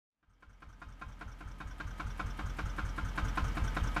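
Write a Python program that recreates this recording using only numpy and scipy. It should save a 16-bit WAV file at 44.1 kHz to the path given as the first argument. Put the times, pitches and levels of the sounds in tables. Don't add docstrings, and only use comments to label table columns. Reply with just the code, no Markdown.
import sys
import numpy as np
from scipy import signal
from scipy.fft import rfft, irfft
from scipy.io import wavfile

SR = 44100
rng = np.random.default_rng(int(sys.argv[2]) if len(sys.argv) > 2 else 0)


def to_wav(sig):
    pcm = np.clip(np.atleast_2d(sig), -1, 1) * 32767
    pcm = np.round(pcm).astype(np.int16)
    wavfile.write(sys.argv[1], SR, pcm.T)


N = 176400
T = np.arange(N) / SR

# time_s, level_db
APPROACH = [(0, -83), (0.15, -48.5), (0.31, -30.5), (0.5, -23), (0.7, -18.5), (1.09, -13.5), (1.68, -10),
            (2.08, -5.5), (2.67, -3.5), (3.06, -3), (3.26, 0.26), (3.85, 1.06)]
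# start_s, level_db
FIRINGS = [(0.2275, -75.5), (0.4241, -59.5), (0.6206, -55), (0.8169, -50), (1.014, -47), (1.2103, -46),
           (1.4065, -50), (1.6032, -45), (1.8004, -42.5), (1.9972, -40), (2.1943, -38.3), (2.39, -40.5),
           (2.5864, -37.5), (2.7824, -38), (2.9794, -39.5), (3.1766, -34.5), (3.373, -33.5),
           (3.5695, -37.5), (3.7663, -35), (3.9635, -32.5)]
# delay_s, level_db
KNOCK_BLOWS = [(-.0004, 1.5), (.00366, 1.8), (.00706, 0.5), (.01264, -3.5)]

# pitch_hz, level_db, t60_s
BLOCK_MODES = [(448, -17, 0.093), (710, -6.5, 0.051), (777, -16.5, 0.084), (890, -22.5, 0.14),
               (1041, -4, 0.12), (1170, -9, 0.076), (1330, -2, 0.083), (1398, 2, 0.06), (1494.6, -5, 0.046),
               (1598, -1.5, 0.056), (1924, -14, 0.064), (2268, -13, 0.05), (2494, -17, 0.1),
               (3704, -25, 0.15)]
EXHAUST_MODES = [(44.76, -24.5, 0.49), (59.2, -29, 0.51), (77.8, -18.8, 0.3), (137, -46, 0.42),
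                 (138.2, -25, 0.5), (226, -23, 0.45)]
INTAKE_MODES = [(41.9, -31.5, 0.77), (83.3, -27.5, 0.24), (109.4, -25.0, 0.12), (264, -35, 0.15)]
FRAME_MODES = [(52.4, -36, 0.61), (145.7, -36.5, 0.27), (199.8, -37.5, 0.35), (304.6, -27, 0.13)]
# pitch_hz, level_db, t60_s
PANEL_MODES = [(438.6, -6.5, 0.1), (572, -7, 0.057), (674, -7, 0.035), (884, 1.5, 0.056),
               (1017, -4.5, 0.13), (1189, -2.5, 0.058), (1263, 2, 0.11), (1406, -4, 0.045),
               (1490, -3.5, 0.032), (1584, 1.5, 0.059), (2070, -4, 0.023), (2236, -3.5, 0.059),
               (2877, -9.5, .06), (3165, -3, 0.036)]
# pitch_hz, level_db, t60_s
ROCKER_MODES = [(1415, 2, 0.068), (5960, -8, 0.044), (6300, -13.5, .06), (6700, -9.5, .06),
                (8200, -13, 0.085)]
VALVE_MODES = [(1514, 6, 0.047), (3115, -9.5, 0.04), (3470, -4, 0.063), (5340, -7.5, 0.069),
               (5686, -4.5, 0.067), (6010, -7, 0.064)]

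# frequency_hz, level_db
CRACK_COLOUR = [(300, -14), (600, -2), (1000, 2), (1550, 2.5), (1780, -5), (2450, -2.5), (3000, -8.5),
                (3900, -11.5), (5000, -15.5), (7000, -22), (13000, -39.5)]
GEAR_COLOUR = [(25, 6), (60, 11.5), (150, 9.5), (280, 7), (360, -3), (700, -2), (1400, -5), (1800, -5),
               (3400, -13), (4500, -18), (6200, -19.5), (9500, -29), (14000, -29.5)]
ROCKER_COLOUR = [(600, -7.5), (1400, 19.5), (2500, -9), (4700, -11), (6300, 1.5), (7300, -10), (8600, -8),
                 (11500, -20), (14000, -16.5)]
VALVE_COLOUR = [(600, -1), (1400, 18), (2500, -13), (3400, -3), (4400, -7), (5700, 10.5), (7500, -4.5),
                (10500, -11.5), (14000, -9)]
AIR_COLOUR = [(800, 14), (2300, 12), (4000, 1.5), (6000, -4), (8300, 2), (11000, -1.5), (14000, -9)]

BLOW_JITTER_S, BLOW_SPREAD_DB, KNOCK_TRIM_DB = .00007, 2, -0.5
EXHAUST_DELAY_S, ROCKER_DELAY_S, INTAKE_DELAY_S = .05, .072, .0793
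VALVE_DELAY_S, AIR_DELAY_S = .107, .174
ROCKER_DB, VALVE_DB, TICK_SPREAD_DB = -55, -53.5, 1.5
TAP_DB, TAP_SPREAD_DB, TAP_JITTER_S = -51.5, 2.5, .0003
TAP_SLOPE_DB_PER_S = -35
GEARS_DB = -46.5
CRACKLES_PER_S, CRACKLE_DB, CRACKLE_DECAY_S = 79, -49, .00094
FOREST_DB, FOREST_T60_S, FOREST_GAP_S = -17.5, 0.4, .02
CUTOFF_HZ = 14300
TINY = 1e-18


def from_db(db):
    return 10 ** (np.asarray(db) / 20)


def loudness(time_s):
    return from_db(np.interp(time_s, *np.transpose(APPROACH)))


def clicks(start_s, gain):
    out = np.zeros(N)
    at = np.round(np.ravel(start_s) * SR).astype(int)
    inside = (at >= 0) & (at < N)
    np.add.at(out, at[inside], np.ravel(gain)[inside])
    return out


def ring(x, pitch_hz, t60_s):
    radius = from_db(-60 / (t60_s * SR))
    angle = 2 * np.pi * pitch_hz / SR
    poles = [1, -2 * radius * np.cos(angle), radius * radius]
    return signal.lfilter([0, np.sin(angle)], poles, x + TINY)


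def struck(modes, start_s, gain, spread_db):
    out = np.zeros(N)
    for k, (pitch_hz, level_db, t60_s) in enumerate(modes):
        strength = gain * from_db(spread_db * rng.standard_normal(start_s.shape))
        sign = (-1) ** k
        out += sign * from_db(level_db) * ring(clicks(start_s, strength), pitch_hz, t60_s)
    return out


def grit(colour, grain_db):
    frequency_hz, level_db = np.transpose(colour)
    f = np.maximum(np.arange(N // 2 + 1) * SR / N, 1)
    size = np.repeat(from_db(grain_db * rng.standard_normal(N // 20 + 1)), 20)[:N]
    grains = rng.standard_normal(N) * size
    shape = from_db(np.interp(np.log(f), np.log(frequency_hz), level_db))
    bass_cut = np.hypot(1, (frequency_hz[0] / f) ** 2)
    x = irfft(rfft(grains) * shape / bass_cut, N)
    return x / x.std()


def swell(start_s, gain, attack_s, hold_s, t60_s):
    age_s = np.maximum(T - start_s[:, None], 0)
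    attack = np.minimum(age_s / attack_s, 1)
    decay = np.exp(-np.log(1000) * np.maximum(age_s - attack_s - hold_s, 0) / t60_s)
    return np.sqrt(gain ** 2 @ (attack * decay) ** 2)


def forest(x):
    t = T[:SR // 2]
    tail = rng.standard_normal(len(t)) * np.exp(-np.log(1000) * t / FOREST_T60_S) * (t > FOREST_GAP_S)
    band = signal.butter(2, [300, 4000], "band", fs=SR, output="sos")
    tail = signal.sosfilt(band, tail / np.linalg.norm(tail))
    return from_db(FOREST_DB) * signal.fftconvolve(x, tail)[:N]


def leaves():
    start_s = T[rng.random(N) < CRACKLES_PER_S / SR]
    extra_db = 3 * np.minimum(rng.exponential(1, len(start_s)), 3)
    snaps = clicks(start_s, from_db(CRACKLE_DB + extra_db) * loudness(start_s))
    burst = rng.standard_normal(SR // 200) * np.exp(-T[:SR // 200] / CRACKLE_DECAY_S)
    band = signal.butter(1, [2500, 9000], "band", fs=SR, output="sos")
    burst = signal.sosfilt(band, burst / np.linalg.norm(burst))
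    return signal.fftconvolve(snaps, burst)[:N]


def gears():
    return from_db(GEARS_DB) * loudness(T) * grit(GEAR_COLOUR, grain_db=1.5)


def panel_rattle(fire_s, count=22):
    period_s = np.diff(fire_s).mean()
    delay_s = period_s * (np.arange(count) + rng.random(count)) / count
    start_s = fire_s[:, None] + delay_s + TAP_JITTER_S * rng.standard_normal((len(fire_s), count))
    level_db = TAP_DB + TAP_SLOPE_DB_PER_S * delay_s
    return struck(PANEL_MODES, start_s, from_db(level_db) * loudness(start_s), TAP_SPREAD_DB)


def air_hiss(fire_s):
    puff_s = fire_s + AIR_DELAY_S
    gain = from_db(-52) * loudness(puff_s)
    return grit(AIR_COLOUR, grain_db=0) * swell(puff_s, gain, attack_s=.006, hold_s=.004, t60_s=.17)


def tick(modes, start_s, level_db, bounce_s, count=3):
    force_db = level_db + TICK_SPREAD_DB * rng.standard_normal((len(start_s), 1))
    bounce = np.arange(count) + .3 * rng.standard_normal((len(start_s), count))
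    hit_s = start_s[:, None] + bounce_s * bounce
    return struck(modes, hit_s, from_db(force_db) * loudness(hit_s), spread_db=3.5)


def valve_gear(fire_s):
    rocker_s, valve_s = fire_s + ROCKER_DELAY_S, fire_s + VALVE_DELAY_S
    rocker_gain = from_db(-45.5) * loudness(rocker_s)
    valve_gain = from_db(-53.5) * loudness(valve_s)
    rocker_swell = swell(rocker_s - .008, rocker_gain, attack_s=.0073, hold_s=.006, t60_s=.17)
    valve_swell = swell(valve_s - .003, valve_gain, attack_s=.0036, hold_s=.0081, t60_s=.048)
    rasp = grit(ROCKER_COLOUR, grain_db=-0.5) * rocker_swell + grit(VALVE_COLOUR, grain_db=2.5) * valve_swell
    ticks = (tick(ROCKER_MODES, rocker_s, ROCKER_DB, bounce_s=.0045)
             + tick(VALVE_MODES, valve_s, VALVE_DB, bounce_s=.003))
    return rasp + ticks


def thump(modes, start_s, pulse_s):
    r = np.exp(-1 / (pulse_s * SR))
    smoother = [[1 - r, 0, 0, 1, -r, 0]] * 3
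    pulse = signal.sosfilt(smoother, clicks(start_s, loudness(start_s)) + TINY)
    slope = np.diff(pulse, prepend=0)
    out = np.zeros(N)
    for pitch_hz, level_db, t60_s in modes:
        out += from_db(level_db) * ring(slope, pitch_hz, t60_s) * SR / (2 * np.pi * pitch_hz)
    return out


def chug(fire_s):
    frame = thump(FRAME_MODES, fire_s, pulse_s=.0005)
    exhaust = thump(EXHAUST_MODES, fire_s + EXHAUST_DELAY_S, pulse_s=.002)
    intake = thump(INTAKE_MODES, fire_s + INTAKE_DELAY_S, pulse_s=.0011)
    return frame + exhaust - intake


def knock(fire_s, level_db):
    delay_s, blow_db = np.transpose(KNOCK_BLOWS)
    jitter_s = BLOW_JITTER_S * rng.standard_normal((len(fire_s), len(delay_s)))
    blow_s = fire_s[:, None] + delay_s + jitter_s
    blow_gain = from_db(level_db[:, None] + blow_db + KNOCK_TRIM_DB)
    body = struck(BLOCK_MODES, blow_s, blow_gain, BLOW_SPREAD_DB)
    crack_swell = swell(fire_s - .001, from_db(level_db - 5.5), attack_s=.0026, hold_s=.0083, t60_s=.15)
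    return body + grit(CRACK_COLOUR, grain_db=2.5) * crack_swell


def scene():
    fire_s, knock_db = np.transpose(FIRINGS)
    tractor = leaves() + gears() + panel_rattle(fire_s) + air_hiss(fire_s)
    tractor += valve_gear(fire_s) + chug(fire_s) + knock(fire_s, knock_db)
    return (tractor + forest(tractor))[None]


def record(dry):
    x = signal.sosfilt(signal.butter(1, 8, "high", fs=SR, output="sos"), dry)
    return signal.sosfilt(signal.ellip(10, .2, 70, CUTOFF_HZ, fs=SR, output="sos"), x)


dry = scene()
out = record(dry)
to_wav(out)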